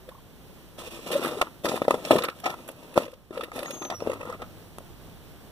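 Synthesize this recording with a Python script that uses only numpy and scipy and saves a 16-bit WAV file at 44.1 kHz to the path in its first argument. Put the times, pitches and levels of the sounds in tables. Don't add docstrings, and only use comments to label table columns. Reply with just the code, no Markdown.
import sys
import numpy as np
from scipy import signal
from scipy.fft import rfft, irfft
from scipy.io import wavfile
from scipy.ndimage import uniform_filter1d

SR = 44100
rng = np.random.default_rng(int(sys.argv[2]) if len(sys.argv) > 2 else 0)


def pcm_store(signal):
    levels = np.round(np.clip(np.atleast_2d(signal), -1, 1) * 32767)
    wavfile.write(sys.argv[1], SR, levels.astype(np.int16).T)


def boost(x):
    u = np.asarray(x, float) / 20
    return 10 ** u


N = 242991
T = np.arange(N) / SR
F = np.fft.rfftfreq(N, 1 / SR)

# start in seconds, relative level in dB, judder in Hz, nominal
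# build-up in ms, hard edge in relative dB, and sometimes the factor on the ring time of all the modes where
HULL_KNOCKS = [(.076, -43, 500, 6, -15), (0.086, -33.5, 526, 5, -18), (0.7837, -34.5, 520, 2.6, -17),
               (0.8178, -35, 500, 1.3, 0), (0.870, -35.5, 490, 8, -19), (0.9897, -33, 450, 3.3, -10),
               (1.1022, -29, 450, 4.4, -8), (1.1282, -23.5, 495, 10, -14), (1.15, -15.5, 564, 16, -22),
               (1.1797, -26, 470, 3.5, -15), (1.193, -23, 402, 3.2, -9), (1.244, -19, 360, 5, -15, .7),
               (1.256, -19.5, 330, 5, -15, .7), (1.314, -27, 480, 12, -20), (1.2872, -28, 493, 4.1, -4.5),
               (1.367, -26.5, 422, 10.4, -22), (1.4122, -17, 710, 2.2, 3, .5),
               (1.4162, -19, 700, 1.6, 9, .6), (1.4228, -18.5, 600, 3, -1, .8),
               (1.6458, -15.5, 430, 1.8, -12, .5), (1.6535, -15, 800, 1.5, -3, .9),
               (1.6633, -20.5, 507, 2.9, -3), (1.6786, -23, 505, 3.3, -8), (1.6933, -19.5, 513, 1.2, -16),
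               (1.715, -22, 650, 3, -8, .7), (1.7412, -15, 400, 2.2, -14, .6),
               (1.775, -27, 700, 1.5, -2, .5), (1.8176, -11.5, 565, 1.1, -11.5, .9),
               (1.8496, -23, 470, 2.2, -8), (1.8806, -5, 577, 1.5, -16), (1.9069, -7, 550, 2.3, -6),
               (1.9404, -12.5, 450, 3.2, -8.5, .7), (2.049, -29, 620, 2.2, -12),
               (2.0719, -27.5, 571, 2.4, -14), (2.1072, -1, 600, 1.8, -11, 1.2), (2.129, -15, 430, 6, -20),
               (2.155, -6.5, 480, 1.8, -25, .4), (2.1673, -14.5, 400, 2.3, -10, .6),
               (2.207, -23, 480, 4, -15), (2.1856, -22, 480, 3, 4), (2.24, -25, 500, 5.5, -2),
               (2.263, -29, 450, 2.5, -11), (2.286, -23, 516, 1.2, -6), (2.434, -32, 720, 9, 0),
               (2.4565, -21, 720, 1.5, 0), (2.4612, -17, 745, 2.5, -7, 1.6), (2.476, -27, 740, 2.5, -6),
               (2.496, -29, 740, 5, -4, 1.5), (2.5035, -31, 740, 2, -2, 1.5), (2.539, -35, 700, 3, 3),
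               (2.688, -32, 556, 2.8, -7), (2.6988, -32, 520, 2.4, -30), (2.956, -23, 450, 6, -10),
               (2.9615, -16, 400, 3, -8, .6), (2.9675, -15, 420, 3.2, -8, .6), (2.976, -3, 560, 1.33, -10),
               (3.0, -27, 500, 3, -12), (3.018, -28, 480, 3, -6), (3.06, -34, 520, 6, -6),
               (3.078, -34, 500, 6, -14), (3.125, -40, 520, 12, -10), (3.3069, -25, 357, 2.1, -20),
               (3.372, -24, 500, 5, -11), (3.3912, -26, 480, 6.9, -27), (3.408, -34.5, 700, 1.77, 7.5),
               (3.43, -27.5, 480, 5.8, -11), (3.483, -36, 520, 2.1, -16), (3.5155, -34.5, 675, 2.9, 5.5),
               (3.5569, -29, 380, 3.1, -18), (3.5798, -27, 645, 2.1, -7), (3.622, -29.5, 554, 11, -8),
               (3.657, -34, 700, 2, 5), (3.702, -29, 544, 6, -19), (3.734, -32, 355, 1.6, -13),
               (3.8136, -27, 368, 7.2, -4.5), (3.851, -32, 693, 2.6, -12), (3.899, -28, 690, 4, -2),
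               (3.912, -27, 720, 4, -3), (3.921, -29, 700, 4, -3), (4.003, -33, 560, 2.2, -1),
               (4.022, -18, 475, 1.6, -25, .8), (4.063, -25, 480, 2, -8, .7), (4.072, -12, 445, 2, -22, .7),
               (4.095, -18, 520, 6.7, -13), (4.114, -27, 450, 4.4, -1), (4.13, -23, 470, 3.3, -8.5),
               (4.205, -31, 534, 9, -3), (4.228, -32, 574, 4, -3), (4.25, -33, 500, 6, -3),
               (4.292, -30, 508, 11, 0), (4.322, -34, 600, 6, -1), (4.353, -36, 350, 3, -20),
               (4.3985, -36, 480, 4, -12, .8), (4.4185, -29, 716, 2, -3, .8),
               (4.4245, -34, 760, 1.5, -4, .8), (4.7841, -31, 760, .7, 3, .2),
               (4.8052, -37, 600, 1.4, -20, .5)]
# nominal pitch in Hz, nominal 60 dB decay in seconds, relative level in dB.
HULL_MODES = [(121, 0.033, -11), (193.6, 0.053, -9.5), (267, 0.053, -5), (336.6, 0.028, 3),
              (500, 0.03, -1.5), (600, 0.03, -3.5), (740, 0.024, -9.5), (900, .016, -9),
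              (1080, 0.014, -8.5), (1285, 0.019, -4), (1500, .013, -6), (1755, 0.013, -8),
              (2050, 0.012, -4.5), (2600, .012, -11), (3280, 0.035, -19)]


def level(x, db):
    return x * boost(db) / np.sqrt(np.mean(x ** 2))


def colour(x, points, lag=0.):
    hz, db = np.transpose(points)
    gain = boost(np.interp(np.log(F + 1), np.log(hz), db))
    delay = np.exp(-2j * np.pi * F * lag / SR)
    return irfft(rfft(x) * gain * delay, N)


def band(x, lo_hz, hi_hz):
    sos = signal.butter(2, [lo_hz, min(hi_hz, SR / 2.2)], "band", fs=SR, output="sos")
    return signal.sosfilt(sos, x)


def ring(x, hz, t60):
    pole = np.exp(2j * np.pi * hz / SR - np.log(1000) / (t60 * SR))
    return signal.lfilter([1], [1, -pole], x + 0j).imag


def walk(rate):
    hold = int(SR / rate)
    steps = np.repeat(rng.standard_normal(N // hold + 1), hold)
    return uniform_filter1d(steps, hold)[:N] * 1.16


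def add(out, s, x):
    i = int(s * SR)
    out[..., i:i + x.shape[-1]] += x[..., :N - i]


def knocks(rub_rumble):
    out, t = np.zeros(N), np.arange(3072) / SR
    blows = HULL_KNOCKS + small_knocks(rub_rumble)
    lucks = rng.standard_normal((len(blows), 2, len(HULL_MODES)))
    for (s, db, hz, rise_ms, edge_db, *damped), luck in zip(blows, lucks):
        rise = max(rise_ms, .5) / 1000
        contact = np.sin(np.pi * np.clip(t / (1.09 * rise), 0, 1))
        push = contact * (np.sin(2 * np.pi * hz * t) + 0.15)
        edge = np.exp(-((t - 0.797 * rise) / (0.37 * rise)) ** 2) * rng.standard_normal(len(t))
        free = np.clip(damped[0], .15, 2) if damped else 1
        low, high = ring(push, hz, 0.034 * free), 0
        for (f, t60, mode_db), strength, detune in zip(HULL_MODES, *luck):
            if f < 1000:
                mode = ring(push, f * (1 + 0.042 * detune), t60 * free)
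                low = low + boost(mode_db - 4.5 + 5.0 * strength) * mode
            else:
                mode = ring(edge, f * (1 + .055 * detune), t60 * free)
                high = high + boost(mode_db + 4 * strength) * mode
        low, high = band(low, 130, 3000), high / abs(high).max()
        crack = band(edge, 900, 6000)
        high = high + boost(-7) * crack / abs(crack).max()
        blow = low / abs(low).max() + boost(edge_db + 3.0) * high / abs(high).max()
        add(out, s, boost(db - 5.0) * blow)
    return out


def small_knocks(rub_rumble):
    luck = rng.standard_normal((64, 5))
    s = np.cumsum(np.exp(.6 * luck[:, 0])) / 12
    busy = rub_rumble[np.minimum(s * SR, N - 1).astype(int)]
    db = 20 * np.log10(busy + 1e-9) + 4.5 + 3 * luck[:, 1]
    hz = 520 * np.exp(.15 * luck[:, 2])
    rise_ms = 3.3 * np.exp(.4 * luck[:, 3])
    edge_db = -8 + 6 * luck[:, 4]
    rows = np.c_[s, db, hz, rise_ms, edge_db]
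    return [tuple(r) for r in rows[(busy > 1e-3) & (s < T[-1])]]


def ticks():
    # start in seconds, relative level in dB, sizzle in relative dB, nominal fall in ms.
    wheel_ticks = [(0.088, -41.5, -7.5, 3.3), (0.796, -47, -12, 8.4), (1.113, -30, -5, 12),
                   (1.125, -30, -6, 8), (1.137, -31, -6, 6), (1.234, -32, -5, 6), (1.256, -32, -5, 3),
                   (1.245, -29.5, -5, 3.5), (1.274, -33.5, -4.5, 13), (1.4138, -18, -11, 2),
                   (1.653, -23.5, -11.5, 4.5), (1.684, -27, -11.5, 11), (1.7546, -34, -6, 3),
                   (1.761, -33, -8, 3), (1.774, -33, -10, 2), (1.818, -33.5, -11, 2.6),
                   (1.841, -36.5, -13, 4.7), (1.880, -37, -7, 2.6), (1.9051, -24.5, -12, 2.3),
                   (1.9384, -34.5, -9, 4.4), (2.048, -29, -27, 2.3), (2.1090, -19.5, -9, 7.8),
                   (2.158, -28, -6, 5), (2.181, -24.5, -11, 6.5), (2.219, -32, -20, 4.6),
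                   (2.2345, -23.5, -6, 6), (2.246, -28, -9, 5), (2.282, -27, -14, 4), (2.296, -33, -14, 3),
                   (2.399, -43.5, 2, 2.1), (2.438, -37, -16, 4.6), (2.458, -27, -13, 8.3),
                   (2.4995, -32.5, -9.5, 3), (2.5386, -47, -11, 2.3), (2.6757, -41.5, 3, 2.8),
                   (2.685, -39.5, -0.5, 4.7), (2.7123, -52.5, 8, 2.7), (2.938, -45, -3, 6),
                   (2.9752, -27, -6, 1.5), (3.031, -34, -12, 2.3), (3.05, -41, -12, 4),
                   (3.077, -45, -12, 4), (3.115, -50, -2, 2), (3.135, -49, -5, 3), (3.407, -36, -16, 8.3),
                   (3.374, -38, -12, 5), (3.433, -31, -7, 6), (3.559, -41, -1.5, 7.7),
                   (3.588, -30.5, -7, 4.9), (3.629, -30.5, -7, 2.2), (3.601, -34, -12, 3),
                   (3.656, -35.5, -20, 2.3), (3.705, -34, -5, 6), (3.820, -35.5, -15, 3.2),
                   (3.848, -36.5, -16, 2.7), (3.8995, -30, -18, 4.2), (4.002, -38, -19, 1.2),
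                   (4.067, -43.5, -9, 11.7), (4.135, -39, -2.5, 2.3), (4.416, -39, -26, 5),
                   (4.784, -42, 5, 0.5)]
    out, t = np.zeros((3, N)), np.arange(3072) / SR
    parts = np.exp(.15 * rng.standard_normal(len(wheel_ticks)))
    for (s, db, sizzle_db, fall_ms), part in zip(wheel_ticks, parts):
        grain = rng.standard_normal((3, len(t))) * rng.exponential(size=len(t))
        rise, fall = min(4.2, 1.7 * fall_ms) / 1000, max(fall_ms, .3) / 1000
        shape = np.where(t < rise, t / rise, np.exp((rise - t) / fall))
        body = 0.98 * band(grain, 1490 * part, 4830 * part)
        sizzle = 0.6 * boost(sizzle_db) * band(grain, 4100, 13700)
        add(out, s, boost(db) * shape * (body + sizzle))
    return out


def moves():
    # start in seconds, length in seconds, then relative levels
    # in dB of hull rumble, tread scrape, and skin and tread hiss.
    hand_rubs = [(0.775, 0.11, -46, -59, -50), (0.894, 0.15, -49, -63, -53.5),
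                 (1.052, 0.13, -44, -55, -51.5), (1.106, 0.071, -30, -47.5, -42),
                 (1.195, 0.15, -32.5, -45.5, -46), (1.345, .1, -44, -50, -54),
                 (1.633, 0.12, -31.5, -42, -45), (1.751, .05, -41, -41.5, -52.5),
                 (1.796, 0.066, -40, -50, -55.5), (1.905, 0.27, -44.5, -58, -59),
                 (2.04, 0.067, -38, -46, -45.5), (2.102, 0.095, -24.5, -38, -43),
                 (2.203, 0.064, -39, -40, -60), (2.343, 0.11, -52, -63, -62),
                 (2.436, 0.091, -40.5, -40, -53), (2.554, 0.14, -52, -61.5, -64.5),
                 (2.68, 0.094, -53, -57, -65), (2.77, 0.19, -48.5, -62, -62.5), (2.991, 0.1, -51, -59, -59),
                 (3.104, 0.12, -62.5, -76, -89), (3.321, .14, -41.5, -50.5, -58),
                 (3.523, 0.12, -37.5, -46, -49.5), (3.664, .11, -43, -53, -57),
                 (3.803, 0.091, -43, -51, -74), (3.897, 0.036, -34.5, -37, -62),
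                 (3.993, 0.17, -40, -50, -63), (4.186, 0.16, -42.5, -48, -63.5),
                 (4.387, 0.054, -44, -49.5, -80)]
    attack_s, release_s, sag_db = 0.018, 0.0253, -6
    power = np.zeros((3, N))
    for s, length, *dbs in hand_rubs:
        t = np.arange(int((length + 8 * release_s) * SR)) / SR
        shape = np.minimum(t / attack_s, 1) * boost(sag_db * t / length)
        shape = shape * np.exp(-np.maximum(t - length, 0) / release_s)
        add(power, s, (boost(np.array(dbs))[:, None] * shape) ** 2)
    return np.sqrt(power)


def grit(rate, spread_db):
    luck = rng.random((2, N))
    size = boost(-spread_db * np.log(luck[1] + 1e-4))
    return (luck[0] < rate / SR) * size * rng.standard_normal(N)


def handling(rubs):
    # rumble, scrape and hiss in dB relative to the knock.
    rattle_db = (-31, -37, -45.5)
    finger_shifts = (.94, 1.0, 1.06)
    blows = np.zeros(N)
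    for s, db, *_ in HULL_KNOCKS:
        add(blows, s, boost(np.array([db])))
    after = signal.lfilter([1], [1, -np.exp(-1 / (0.029 * SR))], blows)
    gains = np.hypot(rubs, boost(np.array(rattle_db))[:, None] * after)

    grip = walk(45)
    slips = grit(2500, 1.8) * boost(2.98 * grip)
    shaken = sum(boost(db) * ring(slips, f, t60) for f, t60, db in HULL_MODES if f < 1000)
    rub_rumble = band(shaken, 171, 950)

    scrape = np.zeros(N)
    for shift in finger_shifts:
        catches = grit(2200, 3.0) * boost(2.8 * grip + 4.0 * walk(14))
        for f, t60, db in HULL_MODES:
            if f >= 1000:
                scrape += boost(db) * ring(catches, f * shift, t60 * 0.8)
    scrape = band(scrape, 920, 4100)

    fine = np.array([grit(9000, 2.2) for _ in range(3)])
    hiss = colour(fine, [(1500, 1), (3000, 10), (6000, 2.5), (12000, -3.5)])
    hiss = hiss * boost(2.13 * grip + 0.87 * walk(110))
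    return gains[0] * level(rub_rumble, -1.2), gains[1] * level(scrape, -2.3), gains[2] * level(hiss, 4.3)


def nearby(x, wet_db, t60):
    t = np.arange(int(.06 * SR)) / SR
    pose = np.exp(2 * np.array([walk(6) for _ in range(4)]))[:, None]
    pose = np.sqrt(pose / pose.sum(axis=0))
    tail = rng.standard_normal((4, 2, len(t))) * 1000 ** (-t / t60) * (t > .0006)
    tail = level(band(band(tail, 800, 13000), 800, 16000), wet_db) / np.sqrt(len(t))
    return x + signal.oaconvolve(pose * x, tail, axes=2)[..., :N].sum(axis=0)


def blips():
    # start in seconds, top pitch in Hz, peak in dB.
    squeaks = [(0.113, 1120, -55), (.146, 1150, -56), (0.178, 1100, -60)]
    length_s, bend = .018, .4
    out, u = np.zeros(N), np.arange(int(length_s * SR)) / (length_s * SR)
    turns = np.cumsum(1 - bend * (2 * u - 1.1) ** 2) / SR
    for s, hz, db in squeaks:
        add(out, s, boost(db) * np.sin(2 * np.pi * hz * turns) * np.sin(np.pi * u ** .7) ** .6)
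    return out


def tone(curve, waver, second_db):
    s, hz, db = np.transpose(curve)
    pitch = np.interp(T, s, hz) * (1 + waver * walk(120))
    phase = 2 * np.pi * np.cumsum(pitch) / SR
    fade = np.clip(np.minimum(T - s[0], s[-1] - T) / 0.017, 0, 1)
    loudness = np.sqrt(2) * fade * boost(np.interp(T, s, db)) * boost(3.2 * walk(60))
    return loudness * (np.sin(phase) + boost(second_db) * np.sin(2 * phase))


def bird():
    # time in seconds, nominal pitch in Hz, relative level in dB.
    call_curve = [(3.645, 6663, -70), (3.661, 6600, -54.5), (3.845, 6290, -47.5), (3.868, 6130, -50),
                  (3.909, 6020, -54), (3.955, 5850, -49), (3.99, 5600, -57), (4.03, 5500, -57),
                  (4.055, 5450, -76)]
    # delay in seconds, level in dB relative to the call.
    wall_echoes = [(.04, -15)]
    call = tone(call_curve, waver=0.0038, second_db=-19)
    call = call + sum(boost(db) * np.roll(call, int(s * SR)) for s, db in wall_echoes)
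    return np.array([call, np.roll(call, 5)]) * boost(4.5)


def insect():
    # pitch in Hz, mean level in dB before pulsing and fading.
    lines = [(11330, -79), (11880, -76)]
    # time in seconds, fade in dB.
    fading = [(0, 0), (.7, 0), (1.6, -4), (5.5, -12)]
    pulse = np.clip(np.sin(2 * np.pi * 60 * T), 0, 1) * boost(np.interp(T, *np.transpose(fading)))
    return pulse * sum(boost(db + 2.5 * walk(9)) * np.sin(2 * np.pi * hz * T) for hz, db in lines)


def hum():
    # time in seconds, nominal pitch in Hz, relative level in dB.
    hum_curve = [(3.85, 98.8, -65), (3.956, 99, -52.5), (4.256, 99.1, -52.5), (4.5, 99.4, -57),
                 (4.72, 100, -58)]
    return tone(hum_curve, waver=0.022, second_db=-22) * boost(1.5)


def town():
    # frequency in Hz, relative level in dB.
    town_spectrum = [(60, -8.5), (150, 5), (400, -9.5), (1000, -26), (2500, -35.5), (6000, -43),
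                     (10000, -48), (12500, -47), (14300, -41), (15000, -42)]
    # time in seconds, mean level in dB.
    swelling = [(0, -55), (.4, -53), (.75, -52.5), (1.55, -54), (2.0, -52.5), (2.9, -53), (3.1, -60),
                (3.3, -61), (3.7, -54), (4.5, -52)]
    noise = rng.standard_normal((3, N))
    shared = colour(noise[0], [(150, -5.5), (1200, -1.5), (3000, -10.0)])
    own = colour(noise[1:], [(150, -20.5), (1200, 1.5), (3000, 15.0)])
    swell = boost(np.interp(T, *np.transpose(swelling)) + .8 * walk(12))
    return level(colour(shared + own, town_spectrum), 0) * swell


def deep_rumble():
    # time in seconds, relative level in dB.
    rumble_curve = [(0.0, -63.5), (0.5, -62.5), (1.8, -64.5), (3.2, -67.5), (4.2, -61.5), (4.8, -60)]
    noise = rng.standard_normal((3, N))
    deep = colour(noise[0] + .6 * noise[1:], [(20, -11), (50, -.5), (100, -4), (250, -20), (600, -45), (2000, -90)])
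    return level(deep, 6) * boost(np.interp(T, *np.transpose(rumble_curve)) + 1.2 * walk(8))


def scene():
    toy_lag = 10.2
    rubs = moves()
    shake, scrape, hiss = handling(rubs)
    fine = hiss + ticks()
    direct = knocks(rubs[0]) + shake + scrape + 0.34 * fine[0]
    late = colour(direct, [(100, 0.0), (250, -3.6), (700, -1.3), (1300, -26.5)], lag=.35 * toy_lag)
    late += colour(direct, [(500, -22.5), (1300, 1.0), (5000, -0.58)], lag=toy_lag)
    toy = np.array([direct, late]) + 0.96 * fine[1:]
    close = nearby(toy, wet_db=-5.0, t60=0.019) + blips()
    return close + bird() + insect() + hum() + town() + deep_rumble()


def band_limit(x):
    return signal.sosfilt(signal.butter(12, 16510, fs=SR, output="sos"), x)


def record(dry):
    # frequency in Hz, gain in dB.
    left_response = [(100, 5), (1000, 6.5), (4000, -2.5), (9000, 2), (12000, -3), (15000, -9)]
    right_response = [(100, 5.6), (1000, 6.47), (4000, 3.27), (7000, 0.5), (11000, 9.56), (15000, 3.9)]
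    # frequency in Hz, gain in dB.
    cross_share = [(60, -6), (250, -3.5), (1500, -4.5), (2300, -7.5), (7300, -8.5), (9700, -16),
                   (12000, -22)]
    mics = np.array([colour(dry[0], left_response), colour(dry[1], right_response)])
    wide = mics - colour(mics[::-1], cross_share, lag=18.65)
    top_cut = signal.ellip(12, .2, 50, 15480, fs=SR, output="sos")
    mix = np.clip(signal.sosfilt(top_cut, wide), -1, 1)
    return band_limit(mix)


dry = scene()
out = record(dry)
pcm_store(out)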